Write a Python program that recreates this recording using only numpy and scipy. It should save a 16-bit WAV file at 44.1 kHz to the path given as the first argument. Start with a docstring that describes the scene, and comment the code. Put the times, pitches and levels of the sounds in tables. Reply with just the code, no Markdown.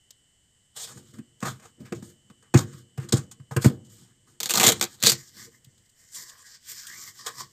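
"""First a finger rubs and its nail catches on a paper seal on a hollow cardboard box, and the lid thumps.
Then the seal is peeled off in jerks: each slip of the glue is a click with a crackling tail.
Last, the lifted flaps slide on each other with a bright hiss and two wandering resonances.
Each contact is rough noise that also shakes the board panels and makes the hollow box boom.
Throughout: a small hard-walled room, a faint electrical whine and the hiss of a close mono microphone."""
import sys
import numpy as np
from scipy import signal
from scipy.fft import rfft, irfft
from scipy.io import wavfile

SR = 44100
rng = np.random.default_rng(int(sys.argv[2]) if len(sys.argv) > 2 else 0)


def convert_level_to_amplitude(level_db):
    """Map a level in decibels to its linear amplitude factor."""
    exponent = np.asarray(level_db, float) / 20
    return 10 ** exponent


def dump_mix(stems):
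    """Bounce the given channels to the path in sys.argv[1] as a 16-bit WAV at rate SR."""
    frames = np.atleast_2d(stems).T  # one column per channel
    limited = np.clip(frames, -1, 1)  # hard clip at full scale
    pcm = np.round(limited * 32767).astype(np.int16)
    wavfile.write(sys.argv[1], SR, pcm)


N = 331632   # length in samples


# a finger slides on the lid, or the box rumbles on after a thump; one row each: start_s, held_s,
# surface_hiss_db, panel_db, cavity_db
RUBS_AND_RUMBLES = [(0.765, 0.083, -36.5, -47.5, -58), (0.875, 0.04, -46.5, -48, -54.5),
                    (0.95, 0.049, -54.5, -66, -45), (1.03, 0.07, -61, -73, -57.5), (1.14, 0.017, -58, -61, -44),
                    (1.455, 0.022, -33, -32, -31), (1.625, 0.024, -54.5, -50.5, -57),
                    (1.805, 0.012, -58.5, -60, -38), (1.855, 0.012, -54, -51, -51), (1.95, .01, -50.5, -55, -35),
                    (2.03, 0.073, -57, -68.5, -47.5), (2.44, 0.028, -69, -63.5, -69),
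                    (2.6, 0.012, -45, -38.5, -26), (2.67, .12, -55, -59, -48.5), (3.0, 0.037, -52, -49, -35.5),
                    (3.18, .01, -48.5, -49.5, -31), (3.58, 0.019, -55.5, -65.5, -37.5),
                    (3.622, 0.0041, -32.5, -40, -41), (3.69, 0.0087, -61, -59.5, -24),
                    (3.9, 0.13, -57, -69, -56), (4.05, 0.056, -66.5, -64.5, -60.5),
                    (4.275, 0.043, -64, -65.5, -59), (4.735, 0.043, -43.5, -45.5, -36.5),
                    (4.87, 0.077, -52, -62, -56)]
# the hand lies on the lid: start_s, held_s, surface_hiss_db, panel_db, cavity_db
HAND_RESTS = [(0.8, 5, -86, -90, -65.5)]
# how a rub swells, falls and trails off; each list holds: surface, panel, cavity
RUB_RISE_DB_PER_S = [1699.5, 1499.5, 702]   # swell [dB per s]
RUB_FALL_DB_PER_S = [308, 399.5, 321.5]   # fast fall [dB per s]
RUB_TAIL_DB = [-32, -27, -15.5]   # where the slow tail starts, against the held level [dB]
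RUB_TAIL_DB_PER_S = [72.5, 96.5, 73]   # fall of that tail [dB per s]
# the nail or a flap edge catches and scrapes free: start_s, surface_peak_db (nominal), panel_db, t60_s
CATCHES = [(0.1054, -21.5, -52, 0.023), (0.7535, -46, -70, 0.032), (1.1838, -35.5, -45, 0.051),
           (1.403, -22.5, -49, 0.028), (1.412, -34, -46, .15), (1.4247, -18, -23.5, 0.071),
           (1.5946, -40, -49, 0.079), (1.652, -34, -43, 0.045), (1.922, -22, -24, 0.039),
           (2.0226, -36, -42.5, 0.055), (2.2984, -42, -43, 0.052), (2.424, -42.5, -53.5, 0.051),
           (2.5391, -11.5, -15, 0.063), (2.5554, -18, -25, 0.11), (2.573, -14.5, -32, 0.1),
           (2.5863, -12.5, -27.5, 0.077), (2.9751, -28.5, -32.5, 0.067), (3.0869, -24, -42, 0.067),
           (3.1225, -8, -22, 0.092), (3.1567, -27, -29.5, 0.11), (3.1673, -18, -42, 0.076),
           (3.3121, -27.5, -54.5, 0.069), (3.398, -37, -51, 0.031), (3.5092, -31.5, -39.5, 0.12),
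           (3.5636, -14.5, -14.5, 0.041), (3.6386, -30, -28, 0.03), (3.6438, -11.5, -17.5, 0.086),
           (3.6574, -20.5, -37, 0.11), (0.972, -31, -41, 0.035), (3.845, -46, -75, 0.21),
           (3.965, -47, -65, 0.059), (4.016, -47, -63, 0.049), (5.644, -32, -83, 0.044),
           (5.7762, -42, -68, 0.055), (5.8555, -43, -83.5, 0.05), (5.891, -43, -85.5, 0.062),
           (6.1454, -23, -64, 0.078), (6.2911, -31.5, -72, 0.083), (6.716, -15, -49, 0.029),
           (6.867, -21, -78.5, 0.058), (7.262, -13, -33, 0.12)]
# colour of rubbed paper: pitch_hz, relative level_db per Hz
PAPER_COLOUR = [(1470, -32), (2450, -14), (3300, -3.5), (4200, -5), (5300, -3.5), (5970, -5.5), (6730, 1.5),
                (8610, -1.5), (9780, -16), (13100, -12), (15000, -10.5)]
RUB_LOW_HZ = 880   # light rubbing hardly moves the slow panel modes
FIRM_DB = -43   # pressure up to this bends the lid locally (upper modes), more moves all of it


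def fingers():
    """Rubbing skin and a catching nail make rough noise that drives surface, panels and cavity."""
    rub_surface, rub_panel, rub_cavity = strokes(
        RUBS_AND_RUMBLES + HAND_RESTS, RUB_RISE_DB_PER_S, RUB_FALL_DB_PER_S, RUB_TAIL_DB, RUB_TAIL_DB_PER_S)
    catch_surface, catch_panel = bursts(CATCHES, crest_db=11, rise_s=0.0033, snap=0.43, snap_s=0.0064)
    grip = flutter(80, depth_db=1.5)
    fibres = crackle(4000, spread_db=2.0, smooth=0.94)
    surface = np.hypot(grip * rub_surface, catch_surface * flutter(200, depth_db=3.5))
    high_pass = signal.butter(1, RUB_LOW_HZ, "high", fs=SR, output="sos")
    light = signal.sosfilt(high_pass, grip * rub_panel * fibres)
    gentle = np.minimum(rub_cavity, convert_level_to_amplitude(FIRM_DB))
    firm = rub_cavity - gentle
    boom = cavity(gentle * fibres, tilt_db=3.0) + cavity(firm * fibres, tilt_db=0.0)
    scrape = patchy(coloured(surface * fibres, PAPER_COLOUR), 16.0, depth_db=3.0)
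    return scrape + shaken(light + catch_panel * fibres) + boom


# the glue lets go in jerks: start_s, surface_peak_db (nominal)
SLIPS = [(4.403, -11.5), (4.4316, -9), (4.458, -11), (4.4915, -16), (4.4958, -7.5), (4.507, -4.5),
         (4.5379, -5), (4.5551, -4.5), (4.5735, -2.5), (4.5987, 0), (4.6103, -4), (4.6317, -1), (4.6394, 2),
         (4.648, -4), (4.6664, 3), (4.67, 2), (4.68, -4), (4.6895, 2.5), (4.7206, -5), (4.797, -26.5),
         (4.812, -2.5), (4.8262, -4), (4.8394, -11.5), (5.003, -34), (5.0269, -9), (5.0365, -1.5),
         (5.0466, -8), (5.054, -8), (5.059, -4.5), (5.064, 0.5), (5.07, 3.5), (5.075, -1), (5.0806, -0.5),
         (5.0903, -3), (5.0971, 1.5), (5.119, -4)]
# how long a slip crackles on: time_s, t60_s
SLIP_T60 = [(4.4, 0.065), (4.6, 0.1), (4.72, 0.054), (5.03, 0.062), (5.06, 0.032), (5.1, 0.061),
            (5.12, 0.061)]
# pull of a slip on the panels: time_s, level_db against the surface peak
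SLIP_TUG = [(4.4, -26.5), (4.49, -29.5), (4.55, -21), (4.69, -17.5), (4.82, -23), (5.12, -27)]
# fast pulls, where the slips run together: start_s, held_s, crackle_db, panel_db, seal_ring_db
TEARS = [(4.655, 0.033, -21.5, -25, -23), (5.058, .04, -25, -39.5, -20)]
# how a fast pull swells and falls; each list holds: crackle, panel, seal ring
TEAR_RISE_DB_PER_S = [653.5, 403, 652]   # swell [dB per s]
TEAR_FALL_DB_PER_S = [601, 497.5, 601]   # fall, also of the tail [dB per s]
# the taut seal rings where its free length puts it: time_s, pitch_hz
SEAL_RING = [(4.4, 4400), (4.48, 4000), (4.5, 2900), (4.573, 4500), (4.6, 2700), (4.64, 3400), (4.69, 3600),
             (4.72, 3500), (4.82, 4300), (5.04, 4000), (5.077, 4247), (5.12, 4380)]
# colour of tearing glue: pitch_hz, relative level_db per Hz
GLUE_COLOUR = [(900, -34), (1470, -17.5), (2500, -10.5), (4520, -4.5), (5060, -8), (7030, 0.5), (8740, -5),
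               (9860, -15), (15000, -7)]
CRACK_DB = 7.5   # the single sharp click that opens each slip, over the slip's surface peak
SEAL_WIDTH_HZ, SEAL_SNAP_DB = 1200, -8.5   # width of the seal's ring; part of each slip that rings it
PEEL_TILT_DB, PEEL_LOW_HZ = 9.5, 163   # dB per octave, Hz: small quick tugs favour the upper box modes


def peeling():
    """Each slip of the glue line is a snap with a crackling tail that also shakes the box."""
    slip_s, slip_db = np.transpose(SLIPS)
    tug_db = slip_db + np.interp(slip_s, *np.transpose(SLIP_TUG))
    slip_t60 = np.interp(slip_s, *np.transpose(SLIP_T60))
    slips = list(zip(slip_s, slip_db, tug_db, slip_t60))
    slip_surface, slip_panel = bursts(slips, crest_db=12.0, rise_s=0.00015, snap=2.2, snap_s=0.00031)
    tears = strokes(TEARS, TEAR_RISE_DB_PER_S, TEAR_FALL_DB_PER_S, [-30] * 3, TEAR_FALL_DB_PER_S)
    tear_surface, tear_panel, tear_seal = tears * flutter(250, depth_db=2.0)
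    surface = np.hypot(slip_surface, tear_surface)
    panels = np.hypot(slip_panel, tear_panel)
    glue = crackle(2500, spread_db=5.0, smooth=1.1)
    cracks = np.zeros(N)
    cracks[(slip_s * SR).astype(int)] = convert_level_to_amplitude(slip_db + CRACK_DB)
    seal = np.hypot(tear_seal, convert_level_to_amplitude(SEAL_SNAP_DB) * slip_surface)
    ring = moving_ring(seal * glue + convert_level_to_amplitude(SEAL_SNAP_DB) * cracks, SEAL_RING, SEAL_WIDTH_HZ)
    boom = cavity(convert_level_to_amplitude(1.0) * panels * glue, tilt_db=PEEL_TILT_DB)
    boom = signal.sosfilt(signal.butter(2, PEEL_LOW_HZ, "high", fs=SR, output="sos"), boom)
    tearing = patchy(coloured(surface * glue + cracks, GLUE_COLOUR), 60.0, depth_db=1.5)
    return tearing + ring + shaken(panels * glue) + boom


# the lifted flaps slide on each other: start_s, held_s, hiss_db, low_flap_ring_db, cavity_db
FLAP_STROKES = [(5.14, 0.0071, -39.5, -58, -42), (5.18, 0.032, -49, -68, -60),
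                (5.24, 0.059, -55.5, -73, -74), (5.37, 0.083, -44.5, -60.5, -51.5),
                (5.52, 0.044, -61, -77, -64), (5.99, 0.097, -57.5, -93.5, -85.5),
                (6.16, 0.067, -41.5, -59, -60), (6.27, 0.15, -52, -62, -74),
                (6.47, 0.085, -49, -71.5, -72.5), (6.65, 0.023, -58, -72, -68.5),
                (6.695, 0.03, -36, -58.5, -62), (6.76, 0.14, -43.5, -64, -65),
                (6.92, .17, -41.5, -59.5, -59), (7.19, 0.019, -42, -55, -57),
                (7.268, 0.0079, -39, -38, -54.5), (7.35, 0.023, -46.5, -49.5, -54),
                (7.405, 0.0035, -33, -36.5, -45.5)]
# how a slide swells, falls and trails off; each list holds: hiss, low flap ring, cavity
FLAP_RISE_DB_PER_S = [345, 698.5, 400]   # swell [dB per s]
FLAP_FALL_DB_PER_S = [527, 559, 264]   # fast fall [dB per s]
FLAP_TAIL_DB = [-32, -53, -24]   # where the slow tail starts, against the held level [dB]
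FLAP_TAIL_DB_PER_S = [9, 68, 34]   # fall of that tail [dB per s]
# the lower flap ring: time_s, pitch_hz
FLAP_LOW_RING = [(5.2, 1150), (6.2, 1084), (6.45, 1127), (6.72, 1150), (7.051, 1192), (7.27, 1129),
                 (7.42, 1085)]
# the upper flap ring wanders as the flap bends: time_s, pitch_hz, level_db against the hiss
FLAP_HIGH_RING = [(5.25, 1910, -14), (5.38, 1950, -11), (5.5, 1900, -13.5), (5.7, 1933, -3),
                  (6.161, 1944, -12), (6.319, 1763, -5.5), (6.549, 1787, -16), (6.718, 2037, -25),
                  (6.85, 1520, -19), (6.97, 2150, -14), (7.269, 1760, -16), (7.449, 1897, -15)]
# colour of rubbed board: pitch_hz, relative level_db per Hz
BOARD_COLOUR = [(1350, -37), (1500, -12), (2250, -14.5), (2600, -19), (2850, -14.5), (3250, -9.5),
                (3900, -10), (4800, -3), (5500, -2.5), (6400, -5), (7290, -0.5), (8900, -10),
                (10100, -21.5), (12900, -12), (15000, -12)]


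def flaps():
    """Board slides on board: bright hiss, two broad flap resonances and the cavity below."""
    hiss, low, boom = strokes(
        FLAP_STROKES, FLAP_RISE_DB_PER_S, FLAP_FALL_DB_PER_S, FLAP_TAIL_DB, FLAP_TAIL_DB_PER_S)
    ring_s, ring_hz, ring_db = np.transpose(FLAP_HIGH_RING)
    high = hiss * convert_level_to_amplitude(np.interp(np.arange(N) / SR, ring_s, ring_db))
    fibres = flutter(60, depth_db=1.5) * crackle(2500, spread_db=3.0, smooth=0.97)
    low_force = low * fibres * flutter(20, depth_db=1.5)
    high_force = high * fibres * flutter(20, depth_db=6.0)
    rung = moving_ring(low_force, FLAP_LOW_RING, width_hz=230)
    rung += moving_ring(high_force, np.c_[ring_s, ring_hz], width_hz=360)
    rung += shaken(convert_level_to_amplitude(-10) * np.hypot(low, high) * fibres)   # the other panels shake along
    rubbing = patchy(coloured(hiss * fibres, BOARD_COLOUR), 14.0, depth_db=3.5)
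    return rubbing + rung + cavity(boom * fibres, tilt_db=6.5)


# the lid springs back under the finger: start_s, peak_db, strongest pitch_hz, build_up_s
THUMPS = [(1.178, -28, 231, 0.019), (1.427, -18.5, 220, 0.0044), (1.432, -23.5, 125, 0.0013),
          (1.797, -32, 200, 0.023), (1.921, -19.5, 344, 0.0049), (2.025, -29.5, 267, 0.0045),
          (2.541, -5, 357, 0.0064), (2.552, 5.5, 155, 0.002), (2.979, -17.5, 133.6, 0.0084),
          (3.124, -12.5, 343, 0.01), (3.1364, -1, 150, 0.0015), (3.178, -17.5, 132, 0.0075),
          (3.563, -16, 350, 0.0039), (3.568, -9.5, 130.3, 0.004), (3.646, -9.5, 320, 0.0027),
          (3.6585, 6, 168, 0.0018), (2.299, -41.5, 215, 0.008), (2.734, -34, 135, 0.012),
          (3.398, -33.5, 148, 0.0062), (3.509, -24.5, 142, 0.011), (4.015, -44.5, 200, 0.0089),
          (5.034, -20, 201, 0.0068), (5.109, -27.5, 126.2, .02), (5.17, -42, 129.6, 0.021),
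          (5.375, -47.5, 125, 0.0099), (5.456, -46, 486, .03), (5.637, -52, 128.6, 0.0095),
          (5.668, -41.5, 127, 0.0042), (7.427, -44, 127, 0.0076)]
# the box as a drum, one row a mode: pitch_hz, relative level_db, t60_s (before the hand shortens it)
BOX_MODES = [(106, -15.5, 0.29), (111, -2.5, 0.15), (129.8, 4.5, 0.12), (133, 2.5, 0.089),
             (188, -0.5, 0.078), (219, 4, 0.052), (273, -4, 0.037), (341.6, -11, 0.11), (350, -13.5, 0.14),
             (460, -10, 0.067)]
RING_LEFT, RING_LOST_PER_OCTAVE = 1, 0.23   # share of ring time the hand leaves; high pushes keep less


def thumps(spread_octaves=0.45):
    """Each push builds up, favours the modes near its own pitch, and the hand shortens their ring."""
    t = np.arange(SR // 2) / SR
    out = np.zeros(N + SR)
    for start, peak_db, hz, build_s in THUMPS:
        after = np.maximum(t - build_s, 0)
        left = max(RING_LEFT - RING_LOST_PER_OCTAVE * np.log2(hz / BOX_MODES[0][0]), .1)
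        ring = np.zeros(len(t))
        for mode_hz, db, t60 in BOX_MODES:
            nearness = np.exp(-.5 * (np.log2(mode_hz / hz) / spread_octaves) ** 2)
            ring += nearness * convert_level_to_amplitude(db - 60 * after / (t60 * left)) * np.sin(2 * np.pi * mode_hz * t)
        ring *= np.minimum(t / max(build_s, .001), 1)
        at = round(start * SR)
        out[at:at + len(t)] -= convert_level_to_amplitude(peak_db) * ring / np.abs(ring).max()   # the lid first moves away
    return out[:N]


def cavity(force, tilt_db):
    """A running force sets all the box modes ringing, tilted per octave; noise of rms 1 gives rms 1."""
    t = np.arange(SR // 2) / SR
    ring = np.zeros(len(t))
    for hz, db, t60 in BOX_MODES:
        tilted_db = db + tilt_db * np.log2(hz / BOX_MODES[0][0])
        ring += convert_level_to_amplitude(tilted_db - 60 * t / t60) * np.sin(2 * np.pi * hz * t)
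    return signal.oaconvolve(force, ring / np.sqrt(np.sum(ring ** 2)))[:N]


# colour of shaken board: pitch_hz, relative level_db per Hz
PANEL_COLOUR = [(260, -30.5), (465, 0.5), (610, -8.5), (720, -6), (960, -10), (1240, -6), (1400, -12.5),
                (1550, -8.5), (2230, -17.5), (2800, -16.5), (3640, -52.5), (6160, -120)]


def shaken(force):
    """A force shakes the panels; their colour shifts as the contact moves."""
    return patchy(coloured(force, PANEL_COLOUR), 25.0, depth_db=4.0)


def moving_ring(x, centre, width_hz):
    """A broad resonance whose centre follows (s, Hz) rows; white rms 1 gives rms 1."""
    hz = np.interp(np.arange(N) / SR, *np.transpose(centre))
    slow = signal.sosfilt(signal.butter(3, width_hz / 2, fs=SR, output="sos"), x)
    carrier = np.cos(2 * np.pi * np.cumsum(hz) / SR)   # lifts the slow noise up to the ring's pitch
    return slow * np.sqrt(2 * SR / width_hz) * carrier


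def strokes(rows, rise_db_s, fall_db_s, tail_db, tail_db_s):
    """Gains in time for each level column: swell, hold, fast fall and slow tail of all strokes."""
    t = np.arange(0, N + 32, 32) / SR   # one point every 32 samples
    power = 1e-20
    for start, held, *levels in rows:
        before = np.maximum(start - t, 0)
        after = np.maximum(t - start - max(held, 0), 0)
        swell = convert_level_to_amplitude(np.c_[levels] - np.outer(rise_db_s, before))
        tail = convert_level_to_amplitude(np.c_[tail_db] - np.outer(tail_db_s, after)) * (after > 0)
        fall = convert_level_to_amplitude(-np.outer(fall_db_s, after)) + tail
        power = power + (swell * np.minimum(fall, 1)) ** 2
    return np.array([np.interp(np.arange(N) / SR, t, np.sqrt(p)) for p in power])


def bursts(events, crest_db, rise_s, snap, snap_s):
    """Envelopes of surface and panel: a sharp first snap at each event, then an exponential fall."""
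    t = np.arange(SR // 2) / SR
    power = np.zeros((2, N + SR))
    for start, surface_db, panel_db, t60 in events:
        fall = convert_level_to_amplitude(-60 * t / max(t60, .005))
        shape = (1 - np.exp(-t / rise_s)) * fall * (1 + snap * np.exp(-t / snap_s))
        levels = convert_level_to_amplitude(np.array([[surface_db - crest_db], [panel_db]]))   # crest: peak over rms
        at = round(start * SR)
        power[:, at:at + len(t)] += (levels * shape) ** 2
    return np.sqrt(power[:, :N])


def crackle(per_s, spread_db, smooth):
    """Random snaps of uneven size over a share of smooth noise; rms 1."""
    sizes = convert_level_to_amplitude(spread_db * np.minimum(rng.exponential(1, N), 4)) * rng.choice([-1, 1], N)
    snaps = rms_one(sizes * (rng.random(N) < per_s / SR))
    return rms_one(snaps + smooth * rng.standard_normal(N))


def flutter(per_s, depth_db):
    """A gain that wanders as the contact grips and loosens."""
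    knots = rng.standard_normal(int(N / SR * 400) + 2)   # enough for the fastest flutter
    place = np.arange(N) / SR * np.clip(per_s, 1, 399)
    return convert_level_to_amplitude(depth_db * np.interp(place, np.arange(len(knots)), knots))


def patchy(x, per_s, depth_db):
    """Half-octave bands swell and sink on their own as the contact patch shifts."""
    edges = 700 * 2 ** np.arange(0, 4.6, .5)   # Hz
    extra = np.zeros(N)
    for low, high in zip(edges, edges[1:]):
        band = signal.sosfilt(signal.butter(1, [low, high], "band", fs=SR, output="sos"), x)
        extra += (flutter(per_s, depth_db) - 1) * band
    return x + extra


def coloured(x, spectrum):
    """Causal (minimum-phase) filter with the given spectrum; white rms 1 stays rms 1."""
    size, points = 8192, np.array(spectrum)
    hz = np.maximum(np.arange(size // 2 + 1) * SR / size, 1)
    gain = convert_level_to_amplitude(np.interp(np.log(hz), np.log(points[:, 0]), points[:, 1]))
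    cepstrum = irfft(np.log(gain))
    cepstrum[1:size // 2] *= 2   # folding the cepstrum puts the energy as early as possible
    cepstrum[size // 2 + 1:] = 0
    response = irfft(np.exp(rfft(cepstrum)))
    return signal.oaconvolve(x, response / np.sqrt(np.sum(response ** 2)))[:N]


def rms_one(x):
    """Scale to rms 1, so that a later gain sets the level."""
    return x / np.sqrt(np.mean(x ** 2) + 1e-20)


def handling():
    """Everything the hand does to the box, added up as sound pressures add."""
    return fingers() + peeling() + flaps() + thumps()


ROOM_DB, ROOM_T60_S, ROOM_LOW_HZ, ROOM_CUT_HZ = -15.5, 0.14, 220, 4100


def room(x):
    """Close walls: a short, dense tail, thin in the bass and dull on top."""
    t = np.arange(SR // 2) / SR
    tail = rng.standard_normal(len(t)) * convert_level_to_amplitude(-60 * t / ROOM_T60_S) * (t > .004)   # silent for 4 ms
    band = signal.butter(2, [ROOM_LOW_HZ, ROOM_CUT_HZ], "band", fs=SR, output="sos")
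    tail = signal.sosfilt(band, tail)
    return convert_level_to_amplitude(ROOM_DB) * signal.oaconvolve(x, tail / np.sqrt(np.sum(tail ** 2)))[:N]


# colour of the steady hiss and rumble: pitch_hz, relative level_db per Hz
HISS_COLOUR = [(30, -6.5), (100, 2), (300, -12.5), (450, -14.5), (600, -18), (1300, -22), (2000, -14),
               (2450, -26), (3100, -11.5), (3700, -22), (6100, -19), (7800, -8), (8800, -13.5),
               (9400, -27.5), (14000, -31)]
HISS_DB = -64.5   # rms
# thin whining tones: pitch_hz, rms level_db before the swell
WHINE = [(2821, -88), (3015, -77.5), (8457, -90)]
# the whine's level wanders: time_s, added level_db
WHINE_SWELL = [(0, 10), (.5, 4.5), (2.4, 8.5), (3.9, 6.5), (4.3, 0.5), (7.52, 0.5)]


def background():
    """Steady coloured noise for hiss and rumble, with sine tones whose level wanders for the whine."""
    t = np.arange(N) / SR
    tones = np.zeros(N)
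    for hz, db in WHINE:
        tones += convert_level_to_amplitude(db) * np.sqrt(2) * np.sin(2 * np.pi * (hz * t + rng.random()))
    whine = tones * convert_level_to_amplitude(np.interp(t, *np.transpose(WHINE_SWELL)))
    return convert_level_to_amplitude(HISS_DB) * coloured(rng.standard_normal(N), HISS_COLOUR) + whine


MIC_LOW_HZ = 101


def scene():
    """One small microphone, deaf to deep bass, feeds both channels; its own hiss comes after."""
    box = handling()
    bass_cut = signal.butter(4, MIC_LOW_HZ, "high", fs=SR, output="sos")
    heard = signal.sosfilt(bass_cut, box + room(box))
    return np.tile(heard + background(), (2, 1))


def band_limit(x):
    """A steep low-pass at the top of the band."""
    return signal.sosfilt(signal.butter(12, 16340, fs=SR, output="sos"), x)


def record(dry):
    """The loudest peaks are softly rounded, then a steep low-pass cuts the very top."""
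    rounded = 1.182 * np.tanh(dry / 1.516)
    top_cut = signal.cheby2(14, 45, 15200, fs=SR, output="sos")   # 45 dB down from 15200 Hz
    heard = signal.sosfilt(top_cut, rounded)
    return band_limit(np.clip(heard, -.99, .99))


dry = scene()
out = record(dry)
dump_mix(out)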